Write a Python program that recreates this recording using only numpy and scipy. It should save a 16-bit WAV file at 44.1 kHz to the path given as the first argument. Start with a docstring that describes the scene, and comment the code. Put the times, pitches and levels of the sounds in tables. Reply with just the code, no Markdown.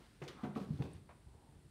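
"""Cat bolting down stairs.

A cat runs down carpeted wooden stairs, lands on the floor below and runs off into the next room. Each paw bends
a board (a thud), rings the staircase and sets its joints knocking; claws catch the runner. Paws rub on the pile
and clack on bare wood, and the fur rustles. The stairwell answers the impacts, over a faint room rumble and
microphone hiss."""
import sys
import numpy as np
from scipy import signal
from scipy.fft import rfft, irfft, next_fast_len
from scipy.io import wavfile

SR = 44100
rng = np.random.default_rng(int(sys.argv[2]) if len(sys.argv) > 2 else 0)


def to_wav(s):
    """Save 16-bit WAV."""
    ch = np.atleast_2d(s).T  # columns
    pcm = np.round(np.clip(ch, -1, 1) * 32767)  # PCM
    wavfile.write(sys.argv[1], SR, pcm.astype(np.int16))


N = 74970

# room rumble and microphone hiss: freq_hz, density_db
BACKGROUND_SPECTRUM = [(20, -15), (32, -8.5), (45, 1), (65, 2), (100, -1.5), (150, -6.5), (280, -9.5),
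                       (450, -18), (800, -23.5), (1400, -24.5), (2500, -29), (4200, -29), (6500, -36.5),
                       (9000, -27.5), (12000, -41), (15500, -45)]
# soft rubbing: middle_s, half_length_s, level_db, centre_hz, width_oct
RUBS = [(.0, 0.027, -59, 273, 0.57), (-.01, 0.097, -67, 834, 2.7), (0.283, 0.044, -53, 410, 0.29),
        (0.372, 0.042, -58, 178, 1.3), (.405, 0.052, -60, 1065, 0.53), (0.694, 0.045, -48.5, 217, 0.39),
        (1.117, 0.095, -69.5, 243, 0.94), (1.414, 0.16, -73.5, 843, 0.24), (1.46, 0.28, -74.5, 318, 0.66)]
# fur rustling in bursts: middle_s, half_length_s, level_db
RUSTLES = [(.04, 0.24, -73), (.245, 0.027, -68.5), (.445, 0.06, -71.5), (.575, 0.018, -64),
           (.618, 0.028, -64.5), (.76, 0.15, -70.5), (.84, 0.027, -70.5), (.95, 0.043, -72.5)]
# fur rustle: freq_hz, density_db
RUSTLE_SPECTRUM = [(500, -8), (1500, 3.5), (2500, -0.5), (4500, -1.5), (7000, -11), (13000, -17.5),
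                   (16000, -20)]
# paw landings: start_s, thud_db, board_hz, thud_t60_s, partial_db, partial_hz, ring_db, knock_db, cutoff_hz
LANDINGS = [(.216, -45.5, 144, 0.22, -42.5, 387, -57, -42.5, 980),
            (0.4332, -30.5, 210.7, 0.071, -49.5, 406, -41.5, -38, 897),
            (.468, -34, 233, 0.054, -47, 406, -51, -62, 410),
            (0.487, -36.5, 206, 0.14, -58, 85, -61, -52, 400),
            (.559, -31, 214.6, 0.1, -45, 1150, -43.5, -42, 730),
            (.570, -37.5, 137.2, 0.096, -47.5, 450, -51.5, -42.5, 704),
            (0.61, -33.5, 194, 0.1, -56, 357, -75, -47.5, 453),
            (0.7043, -24.5, 153, 0.062, -41, 206, -44.5, -59, 180),
            (.730, -39, 149, 0.16, -38.5, 68.7, -47, -72, 213),
            (0.745, -40.5, 144.5, 0.1, -53.5, 316, -61, -51.5, 218),
            (0.79, -41, 125, 0.11, -40.5, 324, -57.5, -54, 510),
            (.800, -25.5, 153, 0.069, -42.5, 281, -46.5, -41, 430),
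            (0.844, -35.5, 130, 0.066, -44.5, 81, -53.5, -45.5, 510),
            (0.947, -42, 86, 0.1, -56.5, 183, -64.5, -60, 199),
            (1.261, -42.5, 65, 0.098, -54.5, 127, -79, -68, 180),
            (1.344, -52, 83, 0.09, -61, 373, -86, -66, 254),
            (1.485, -55, 145.3, 0.17, -64, 69, -76, -62.5, 253),
            (1.556, -44.5, 71, 0.051, -59.5, 170, -70, -64, 246),
            (1.635, -55, 97, 0.067, -63, 190, -63.5, -68, 258)]
# staircase modes: freq_hz, gain_db, t60_s
STAIR_MODES = [(84, -9.5, 0.17), (123.4, -8.5, 0.66), (142.3, 1, 0.37), (206.4, -20.5, 0.85),
               (220.6, -11, 0.31), (275, -5.5, 0.24), (339, -3, 0.17), (365, -16, 0.68),
               (447.7, -2.5, 0.22), (487, -13, 0.14), (610, -17, 0.68), (733.6, -8, 0.25), (927, -19, 0.45),
               (985, -15.5, 0.39), (1190, -18, 0.41)]
# knock of the joints: freq_hz, density_db
KNOCK_SPECTRUM = [(40, -33), (120, -5.5), (250, 0), (420, 4.5), (600, -3), (800, 0), (1200, -3.5),
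                  (1700, -2.5), (3500, -2), (8000, -3), (15000, -2)]
# claw catches: start_s, level_db, centre_hz, width_oct, t60_s, wet_db
CLAW_CATCHES = [(0.218, -52, 2360, 0.62, .06, 0), (.238, -59, 6500, 0.26, .03, -6),
                (0.278, -49.5, 3300, 0.79, 0.12, -9), (.283, -57.5, 1370, 0.73, 0.27, -6.5),
                (.285, -46, 4370, 1.9, 0.011, -5), (.553, -52, 2410, 0.61, 0.028, -6),
                (0.819, -53.5, 820, 0.58, 0.15, -5), (.822, -43, 2690, 0.5, 0.017, -5.5),
                (.933, -55, 9030, .07, 0.017, -20)]
# clacks on bare wood: start_s, level_db
CLACKS = [(0.559, -49.5), (1.091, -55), (1.107, -58)]
# bare wood: freq_hz, density_db
CLACK_SPECTRUM = [(150, -15), (400, -6), (600, 2), (950, -1), (1350, -6), (2200, -12.5), (3200, -21),
                  (12000, -53)]
# stairwell reverberation: freq_hz, t60_s
STAIRWELL_DECAY = [(100, 0.79), (300, 0.58), (1000, 0.54), (4000, 0.56), (12000, 0.31)]


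def amp(db):
    """Decibels to gain."""
    return 10 ** (np.asarray(db) / 20)


def unit_rms(x):
    """Scaled to rms 1."""
    return x / np.sqrt(np.mean(x ** 2) + 1e-20)


def curve_at(points, hz):
    """(freq_hz, value) points read on a log frequency axis."""
    freqs_hz, values = np.transpose(points)
    return np.interp(np.log(hz + 1), np.log(freqs_hz + 1), values)


def resonance(hz, centre_hz, width_oct):
    """Peak; half gain at width_oct either side."""
    return 1 / (1 + (np.log2((hz + 1) / centre_hz) / width_oct) ** 2)


def lowpass(hz, cutoff_hz, order=2):
    """Butterworth gain."""
    return 1 / np.sqrt(1 + (hz / cutoff_hz) ** (2 * order))


def dull_band(centre_hz, width_oct):
    """Response of a resonance with its upper side rolled off."""
    return lambda hz: resonance(hz, centre_hz, width_oct) * lowpass(hz, centre_hz, order=1)


def filtered(x, response):
    """Apply a gain given as a function of frequency."""
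    size = next_fast_len(N + 8192)
    return irfft(rfft(x, size) * response(np.fft.rfftfreq(size, 1 / SR)), size)[:N]


def noise(response):
    """Coloured noise, rms 1."""
    return unit_rms(filtered(rng.standard_normal(N), response))


def burst(response, envelope):
    """Enveloped coloured noise with the envelope's energy."""
    return unit_rms(noise(response) * envelope) * np.sqrt(np.mean(envelope ** 2))


def since(start_s):
    """Seconds after start_s, zero before."""
    return np.maximum(np.arange(N) / SR - start_s, 0)


def strike(t, rise_s, t60_s):
    """Quick rise, exponential decay."""
    return (1 - np.exp(-t / rise_s)) * amp(-60 * t / t60_s)


def swell(middle_s, half_length_s, level_db):
    """Gaussian envelope."""
    return amp(level_db) * np.exp(-((np.arange(N) / SR - middle_s) / half_length_s) ** 2)


def stairwell(x, wet_db, build_up_s=0.016):
    """Direct sound plus its own diffuse tail from the walls."""
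    hz, t, spectra = signal.stft(rng.standard_normal(SR), SR, nperseg=256)
    decay = amp(-60 * t / curve_at(STAIRWELL_DECAY, hz)[:, None])
    tail = signal.istft(spectra * decay, SR, nperseg=256)[1]
    tail *= 1 - np.exp(-(np.arange(len(tail)) / SR / build_up_s) ** 2)
    return x + amp(wet_db) * x.std() * unit_rms(signal.fftconvolve(x, tail)[:N])


def background(level_db=-64.5):
    """Steady room rumble and microphone hiss."""
    return amp(level_db) * noise(lambda hz: amp(curve_at(BACKGROUND_SPECTRUM, hz)))


def rubbing():
    """Soft, hollow swells of rubbing between the bounds."""
    return sum(swell(middle_s, half_length_s, level_db) * noise(dull_band(centre_hz, width_oct))
               for middle_s, half_length_s, level_db, centre_hz, width_oct in RUBS)


def fur_rustle(grains_per_s=890, grain_spread_db=2.5):
    """The cat's fur rustles finely in the treble."""
    samples = np.arange(N)
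    flicker = np.interp(samples * grains_per_s / SR, samples, rng.standard_normal(N))
    grain = unit_rms(amp(grain_spread_db * flicker))
    envelope = sum(swell(*slide) for slide in RUSTLES)
    return envelope * grain * noise(lambda hz: amp(curve_at(RUSTLE_SPECTRUM, hz)))


def board_partial(t, centre_hz):
    """The struck board's short partial: a narrow band of noise."""
    return burst(lambda hz: resonance(hz, centre_hz, width_oct=0.15) * lowpass(hz, cutoff_hz=2980),
                 strike(t, rise_s=0.002, t60_s=0.081))


def staircase_ring(t, cutoff_hz, scatter_db=5):
    """Staircase modes, alternating in sign; a soft paw excites little above its cutoff."""
    ring = np.zeros(N)
    for k, (hz, gain_db, t60_s) in enumerate(STAIR_MODES):
        gain = (-1) ** k * amp(gain_db + scatter_db * rng.standard_normal()) * lowpass(hz, cutoff_hz)
        ring += gain * np.sin(2 * np.pi * hz * t) * strike(t, rise_s=0.0034, t60_s=t60_s)
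    return ring


def joint_knock(t, cutoff_hz):
    """Dense knock of the joints, dulled by the soft paw."""
    return burst(lambda hz: amp(curve_at(KNOCK_SPECTRUM, hz)) * lowpass(hz, cutoff_hz),
                 strike(t, rise_s=0.006, t60_s=0.12))


def paws():
    """Each landing bends a board, rings the staircase and knocks its joints."""
    out = np.zeros(N)
    for (start_s, thud_db, board_hz, thud_t60_s,
         partial_db, partial_hz, ring_db, knock_db, cutoff_hz) in LANDINGS:
        t = since(start_s)
        thud = amp(thud_db) * np.sin(2 * np.pi * board_hz * t) * strike(t, rise_s=0.0023, t60_s=thud_t60_s)
        partial = amp(partial_db) * board_partial(t, partial_hz)
        ring = amp(ring_db) * staircase_ring(t, cutoff_hz)
        knock = amp(knock_db) * joint_knock(t, cutoff_hz)
        out += stairwell(thud, wet_db=-11) + ring + stairwell(knock + partial, wet_db=-4.5)
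    return out


def claws():
    """Claws snag the pile and tick on the wood."""
    out = np.zeros(N)
    for start_s, level_db, centre_hz, width_oct, t60_s, wet_db in CLAW_CATCHES:
        envelope = strike(since(start_s), rise_s=0.00078, t60_s=t60_s)
        snag = burst(dull_band(centre_hz, width_oct), envelope)
        out += stairwell(amp(level_db) * snag, wet_db)
    return out


def wood_clacks():
    """Hard contacts on bare wood; the last two as the cat rounds the foot of the banister."""
    out = np.zeros(N)
    for start_s, level_db in CLACKS:
        envelope = strike(since(start_s), rise_s=0.0012, t60_s=0.11)
        clack = burst(lambda hz: amp(curve_at(CLACK_SPECTRUM, hz)), envelope)
        out += stairwell(amp(level_db) * clack, wet_db=-8)
    return out


def scene():
    """The cat over the quiet house, mono."""
    return (background() + paws() + claws() + wood_clacks() + rubbing() + fur_rustle())[None]


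def record(dry, low_cut_hz=39.4, band_limit_hz=15700):
    """The recorder drops the deepest bass and everything above its band limit."""
    highpass = signal.butter(3, low_cut_hz, "high", fs=SR, output="sos")
    return filtered(signal.sosfilt(highpass, dry[0]), lambda hz: hz < band_limit_hz)[None]


dry = scene()
out = record(dry)
to_wav(out)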